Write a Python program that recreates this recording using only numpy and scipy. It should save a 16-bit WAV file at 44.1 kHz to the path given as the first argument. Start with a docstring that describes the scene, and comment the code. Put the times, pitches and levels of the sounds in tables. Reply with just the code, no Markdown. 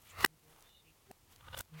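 """Silicone push-pop toy, reversed

A push-pop toy on a wooden table, close by, heard backwards: rings and room tails swell up to their blows.
One loud dome pop and three fainter ones, frame knocks and a fingertip tap are noise bursts that drive
decaying modes; skin crackles are filtered bursts; the table top thumps at low pitch. Noise shaped in
level and spectrum gives rubbing, rustle, narrow hisses and room air; swelling sine partials give a hum.
"""
import sys
import numpy as np
from scipy import signal
from scipy.fft import rfft, irfft
from scipy.io import wavfile
from scipy.ndimage import uniform_filter1d

SR = 44100
rng = np.random.default_rng(int(sys.argv[2]) if len(sys.argv) > 2 else 0)


def to_wav(sig):
    """Store sig (one row per channel, or 1-D mono) as 16-bit WAV at the path in sys.argv[1].

    Samples outside -1..1 are clipped; the rate is SR.
    """
    pcm = np.clip(np.atleast_2d(sig), -1, 1) * 32767
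    pcm = np.round(pcm).astype(np.int16)
    wavfile.write(sys.argv[1], SR, pcm.T)  # frames by channels


def attenuation_scalar(level_db):
    """Turn a level in dB into a linear amplitude multiplier (20 dB per decade)."""
    decades = np.asarray(level_db, float) / 20
    return 10 ** decades


N = 79380
M = N + int(0.1 * SR)  # forward-running buffer, 0.1 s longer than the scene
TIME_S = np.arange(N) / SR


def band(x, hz, width_hz):
    """Two-pole resonant band-pass."""
    hz = min(hz, 0.4 * SR)
    return signal.lfilter(*signal.iirpeak(hz, hz / width_hz, fs=SR), x)


def unit(x):
    """Scale to rms 1."""
    return x / np.sqrt(np.mean(x ** 2))


def peak(x, db):
    """Scale to a peak level."""
    return attenuation_scalar(db) * x / np.abs(x).max()


def coloured(shape):
    """Noise of rms 1 with a (Hz, dB) spectrum, interpolated over log frequency."""
    freq_hz = np.fft.rfftfreq(N, 1 / SR) + 1
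    shape_hz, shape_db = np.array(shape).T
    white = rng.standard_normal(N)
    gain = attenuation_scalar(np.interp(np.log(freq_hz), np.log(shape_hz), shape_db))
    return unit(irfft(rfft(white) * gain, N))


def walk(rate_hz):
    """Smooth random level, rms 1: noise averaged twice over 1 / rate_hz."""
    k = int(SR / rate_hz)
    return unit(uniform_filter1d(uniform_filter1d(rng.standard_normal(N), k), k))


def contour(points):
    """Level in dB at every sample, straight lines between (time, level) points."""
    return np.interp(TIME_S, *np.array(points).T)


def swell(start_s, end_s):
    """Half-sine rise and fall between two times."""
    return np.sin(np.pi * np.clip((TIME_S - start_s) / (end_s - start_s), 0, 1))


def ring(modes):
    """Impulse response of a struck body: decaying sine modes, peak 1."""
    t = np.arange(SR // 2) / SR
    y = sum(attenuation_scalar(db - 60 * t / t60_s) * np.sin(2 * np.pi * hz * t) for hz, db, t60_s in modes)
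    return y / np.abs(y).max()


def burst(length_ms, rise_share=0.076):
    """Spray of micro-impacts under a Gaussian decay; the rise is a share of the length."""
    t = np.arange(SR // 10) / SR * 1000 / length_ms
    spray = rng.standard_normal(len(t)) * attenuation_scalar(3.5 * rng.standard_normal(len(t)))
    return spray * np.exp(-t ** 2) * np.clip(t / rise_share, 0, 1)


def add(out, at_s, x):
    """Place a forward-running sound whose start is heard at at_s when reversed."""
    i = M - int(at_s * SR)
    out[i:i + len(x)] += x[:M - i]


def room_tail(room_db):
    """Grainy diffuse tail that builds up after a gap; its treble starts stronger and dies sooner."""
    gap_s, t60_s, treble_t60_s, treble_db, split_hz = 0.015, 0.26, 0.17, 4.5, 3500
    # room spectrum: (frequency [Hz], level [dB per Hz])
    room_colour = [(120, -55.5), (200, -20), (832, -11.5), (912, -13.5), (1180, -3), (1640, -17.5),
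                   (1970, -4), (2280, -17.5), (2780, -10), (3050, -23), (4310, -14.5), (5470, -23.5),
                   (15800, -26)]
    t = np.arange(SR // 2) / SR
    grainy = coloured(room_colour) * attenuation_scalar(1.5 * walk(250))
    air = grainy[:len(t)] * (1 - np.exp(-(t / gap_s) ** 2))
    low = signal.filtfilt(*signal.butter(2, split_hz, fs=SR), air)
    low_tail = low * attenuation_scalar(-60 * t / t60_s)
    treble_tail = (air - low) * attenuation_scalar(treble_db - 60 * t / treble_t60_s)
    return attenuation_scalar(room_db) * (low_tail + treble_tail)


def blows(events, modes, room_db, low_cut_hz=260):
    """Each snap rings the body, cracks in the treble and leaves a room tail."""
    crack_hz, crack_width_hz = 11000, 12000
    push_share = 0.67  # slower rise of the push that drives the body
    out = np.zeros(M)
    low_cut = signal.butter(2, low_cut_hz, "high", fs=SR)
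    for at_s, db, length_ms, crack_db, tilt_db in events:
        tone = 0
        for mode in modes:
            hz, mode_db, _ = mode
            driven = signal.fftconvolve(burst(length_ms, push_share), ring([mode]))
            tone = tone + peak(driven, mode_db + tilt_db * np.log2(hz / 1000))
        crack = band(burst(length_ms), crack_hz, crack_width_hz)
        add(out, at_s, peak(signal.lfilter(*low_cut, tone), db))
        add(out, at_s, peak(crack, db + crack_db))
        add(out, at_s, room_tail(db + room_db))
    return out


def room_air():
    """Quiet room: coloured noise with a slight level drift."""
    # room air spectrum: (frequency [Hz], level [dB per Hz])
    air_colour = [(15, -53), (25, 3.5), (120, -4.5), (157, -8.5), (189, -9.5), (461, -12), (604, -15.5),
                  (857, -14), (1640, -20.5), (2030, -19), (15800, -23)]
    return attenuation_scalar(-68.5 + 0.68 * walk(8)) * coloured(air_colour)


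def hum():
    """Swells of three harmonic sine partials, each wavering in level."""
    out = np.zeros(N)
    # hum swells: (start [s], end [s], fundamental [Hz], levels of partials 1, 2, 3 [dB])
    hum_swells = [(0.25, .38, 157, -66, -75, -79.5), (0.403, 0.583, 155.1, -68, -79.5, -73),
                  (.83, .95, 158.8, -66.5, -80, -88), (1.671, 1.753, 156, -65, -85, -85),
                  (1.713, 1.822, 156, -48, -75.5, -72)]
    for start_s, end_s, hz, *partial_db in hum_swells:
        for k, db in enumerate(partial_db, 1):
            level = attenuation_scalar(db + 2.0 * walk(12)) * swell(start_s, end_s)
            out += level * np.sin(2 * np.pi * k * hz * TIME_S)
    return out


def whistle():
    """Narrow hisses and a thin whistle: noise band-passed twice, swelling and fading."""
    out = np.zeros(N)
    # hisses: (start [s], end [s], centre [Hz], width of each pass [Hz], rms before the swell [dB])
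    hisses = [(0.087, 0.126, 7200, 1800, -61.5), (0.039, 0.16, 2500, 2300, -63),
              (0.6, 0.87, 3570, 79, -71.5), (0.726, .825, 3700, 56, -71), (0.663, 0.82, 2925, 84, -70.5),
              (.66, 0.833, 3920, 350, -74.5), (.84, .92, 2650, 500, -69), (0.41, 0.74, 670, 700, -72.5),
              (1.40, 1.52, 1260, 250, -64), (1.73, 1.84, 2330, 1200, -64.5), (1.513, 1.57, 3660, 900, -64)]
    for start_s, end_s, hz, width_hz, db in hisses:
        once = band(rng.standard_normal(N), hz, width_hz)
        out += attenuation_scalar(db) * swell(start_s, end_s) * unit(band(once, hz, width_hz))
    return out


def rubbing():
    """Finger and frame rubbing: coloured noise with a fast grainy level."""
    # rubbing level: (time [s], level [dB])
    rub_level = [(0, -71), (.1, -70), (.3, -93.5), (.45, -74), (.5, -69), (.62, -69.5), (.7, -70),
                 (.74, -91), (1.0, -82.5), (1.1, -73), (1.13, -87.5), (1.27, -84), (1.31, -65.5),
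                 (1.39, -69), (1.45, -67.5), (1.55, -58.5), (1.6, -50), (1.63, -85.5), (1.8, -59)]
    # rubbing spectrum: (frequency [Hz], level [dB per Hz])
    rub_colour = [(24, -32), (40, -5), (126, -7.5), (247, -18), (509, -20.5), (1050, -14), (1220, -15.5),
                  (2390, -20), (2990, -17), (4800, -29), (15500, -35)]
    return attenuation_scalar(contour(rub_level) + 2.8 * walk(79)) * coloured(rub_colour)


def rustle():
    """Dry treble rustle of skin on silicone: gritty noise through a wide band-pass."""
    # rustle level: (time [s], level [dB])
    rustle_level = [(0, -69), (.1, -66.5), (.14, -68), (.25, -57), (.27, -88), (.5, -70.5), (.7, -73),
                    (.8, -88), (1.28, -81.5), (1.32, -67.5), (1.4, -79), (1.5, -75.5), (1.555, -66),
                    (1.565, -60.5), (1.578, -49.5), (1.584, -59.5), (1.59, -52), (1.6, -60), (1.608, -46),
                    (1.613, -64), (1.64, -80.5), (1.8, -87)]
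    grit = rng.standard_normal(N) * attenuation_scalar(2.5 * walk(300))
    return attenuation_scalar(contour(rustle_level)) * unit(band(grit, 13000, 13000))


def thumps():
    """The table top booms in its low modes, building up over a few milliseconds."""
    rise_s = 0.0051
    # table top modes: (frequency [Hz], level [dB], t60 [s])
    table_modes = [(64, 4, 0.17), (90, 4.5, 0.33), (110, 0, .2), (156, -7.5, .3)]
    # thumps: (time [s], level before the rise is applied [dB])
    thump_events = [(.235, -35), (.265, -45.5), (0.781, -62.5), (1.114, -56.5), (1.341, -55), (1.43, -49),
                    (1.491, -44), (1.55, -38.5), (1.61, -39.5), (1.69, -63), (1.81, -56)]
    out, boom = np.zeros(M), ring(table_modes)
    boom = boom * (1 - np.exp(-np.arange(len(boom)) / SR / rise_s))
    for at_s, db in thump_events:
        add(out, at_s, attenuation_scalar(db) * boom)
    return out


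def ticks():
    """Skin peeling from the finger: short broad band-passed crackles."""
    out = np.zeros(M)
    # crackles: (time [s], peak level [dB], length [ms], centre [Hz])
    tick_events = [(.2352, -40.5, 1.7, 6460), (1.115, -43, 1.5, 6000), (1.6102, -35, 3.8, 13000),
                   (.2625, -32, 3, 13000), (.272, -82, 2, 5020), (.499, -64.5, 4, 6000),
                   (.565, -57, 3.5, 2925), (.609, -50, 1.84, 5950), (.626, -46.5, 1.5, 6955),
                   (.663, -65.5, 3, 8980), (.695, -56.5, 5, 3000), (1.329, -49, 14, 13500),
                   (1.3626, -44, 3, 5750), (1.5796, -38, .8, 5980), (1.5898, -31, 2, 11000),
                   (1.593, -26, .8, 8880), (1.620, -56, 2.88, 7950), (1.652, -57, 2.6, 6050)]
    for at_s, db, length_ms, hz in tick_events:
        add(out, at_s, peak(band(burst(length_ms), hz, 1.3 * hz), db))
    return out


def taps():
    """A fingertip tap rings the modes of the wood."""
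    # taps: (time [s], peak level [dB], snap length [ms], treble crack re tap [dB], tilt [dB per octave])
    tap_events = [(1.115, -41.5, 0.88, -3.5, 0)]
    # wood modes: (frequency [Hz], peak level [dB], t60 [s])
    wood_modes = [(128, -10, 0.14), (220, -5, .06), (390, -3.5, 0.095), (575, -1, 0.027), (744, 3, 0.028),
                  (960, -10.5, 0.018), (1690, -3.5, 0.012), (2730, -7.5, 0.012)]
    return blows(tap_events, wood_modes, room_db=-31.5, low_cut_hz=79)


def knocks():
    """The frame knocks on the table and rings in its own modes."""
    # knocks: (time [s], peak level [dB], snap length [ms], treble crack re knock [dB], tilt [dB per octave])
    knock_events = [(1.414, -47.5, 3.8, -22.5, -1), (1.4905, -42, 6, -25, -2), (1.539, -39.5, 6, -20, -0.5),
                    (1.551, -32.5, 5.2, -17.5, -1), (1.577, -37, 3.76, -18, 2),
                    (1.5815, -40.5, 1.45, -3, -11.5), (1.5915, -42, 3.1, -2.5, 3),
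                    (1.6105, -32.5, 3, -0.5, -1.5)]
    # frame modes: (frequency [Hz], peak level [dB], t60 [s])
    frame_modes = [(530, -6.5, 0.051), (724, -7.5, 0.014), (942, 0.5, 0.026), (1215, -5, 0.039),
                   (1470, 4, 0.021), (1960, -5.5, .015), (2900, 4.5, 0.01), (3474, 3.5, 0.015),
                   (3740, -5.5, 0.01), (5100, -6.5, 0.0087)]
    return blows(knock_events, frame_modes, room_db=-31.5)


def pops():
    """A dome snaps through and rings in short, heavily damped modes."""
    # pops: (time [s], peak level [dB], snap length [ms], treble crack re pop [dB], tilt [dB per octave])
    pop_events = [(.2503, -8, 3, -6, 0), (0.21, -34.5, 2, -1.5, 2), (.2635, -31.5, 3, 1, -4),
                  (1.815, -29, 6.3, -18.5, 2.5)]
    # dome modes: (frequency [Hz], peak level [dB], t60 [s])
    dome_modes = [(384.8, -9.5, 0.027), (800, -9, 0.025), (950, -8.5, 0.015), (1126, -1.5, .016),
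                  (1200, -18, 0.053), (1570, -5.5, .018), (1985, 5.5, 0.012), (2000, -24.5, .1),
                  (2600, -16.5, .012), (2910, -6.5, 0.023), (3320, -12, .012), (3970, -9, .012),
                  (4150, -12.5, .012), (4400, -6.5, .01), (5366, -7.5, .01)]
    return blows(pop_events, dome_modes, room_db=-25.5)


def scene():
    """Blows, crackles and thumps run forwards, are reversed, then join the background."""
    near = pops() + knocks() + ticks() + thumps() + taps()
    background = room_air() + rubbing() + rustle() + whistle() + hum()
    return (near[::-1][:N] + background)[None]


def band_limit(x):
    """A steep low-pass at the top of the band."""
    return signal.sosfilt(signal.butter(12, 16470, fs=SR, output="sos"), x)


def record(dry):
    """Pass on the finished mix."""
    return band_limit(dry)


dry = scene()
out = record(dry)
to_wav(out)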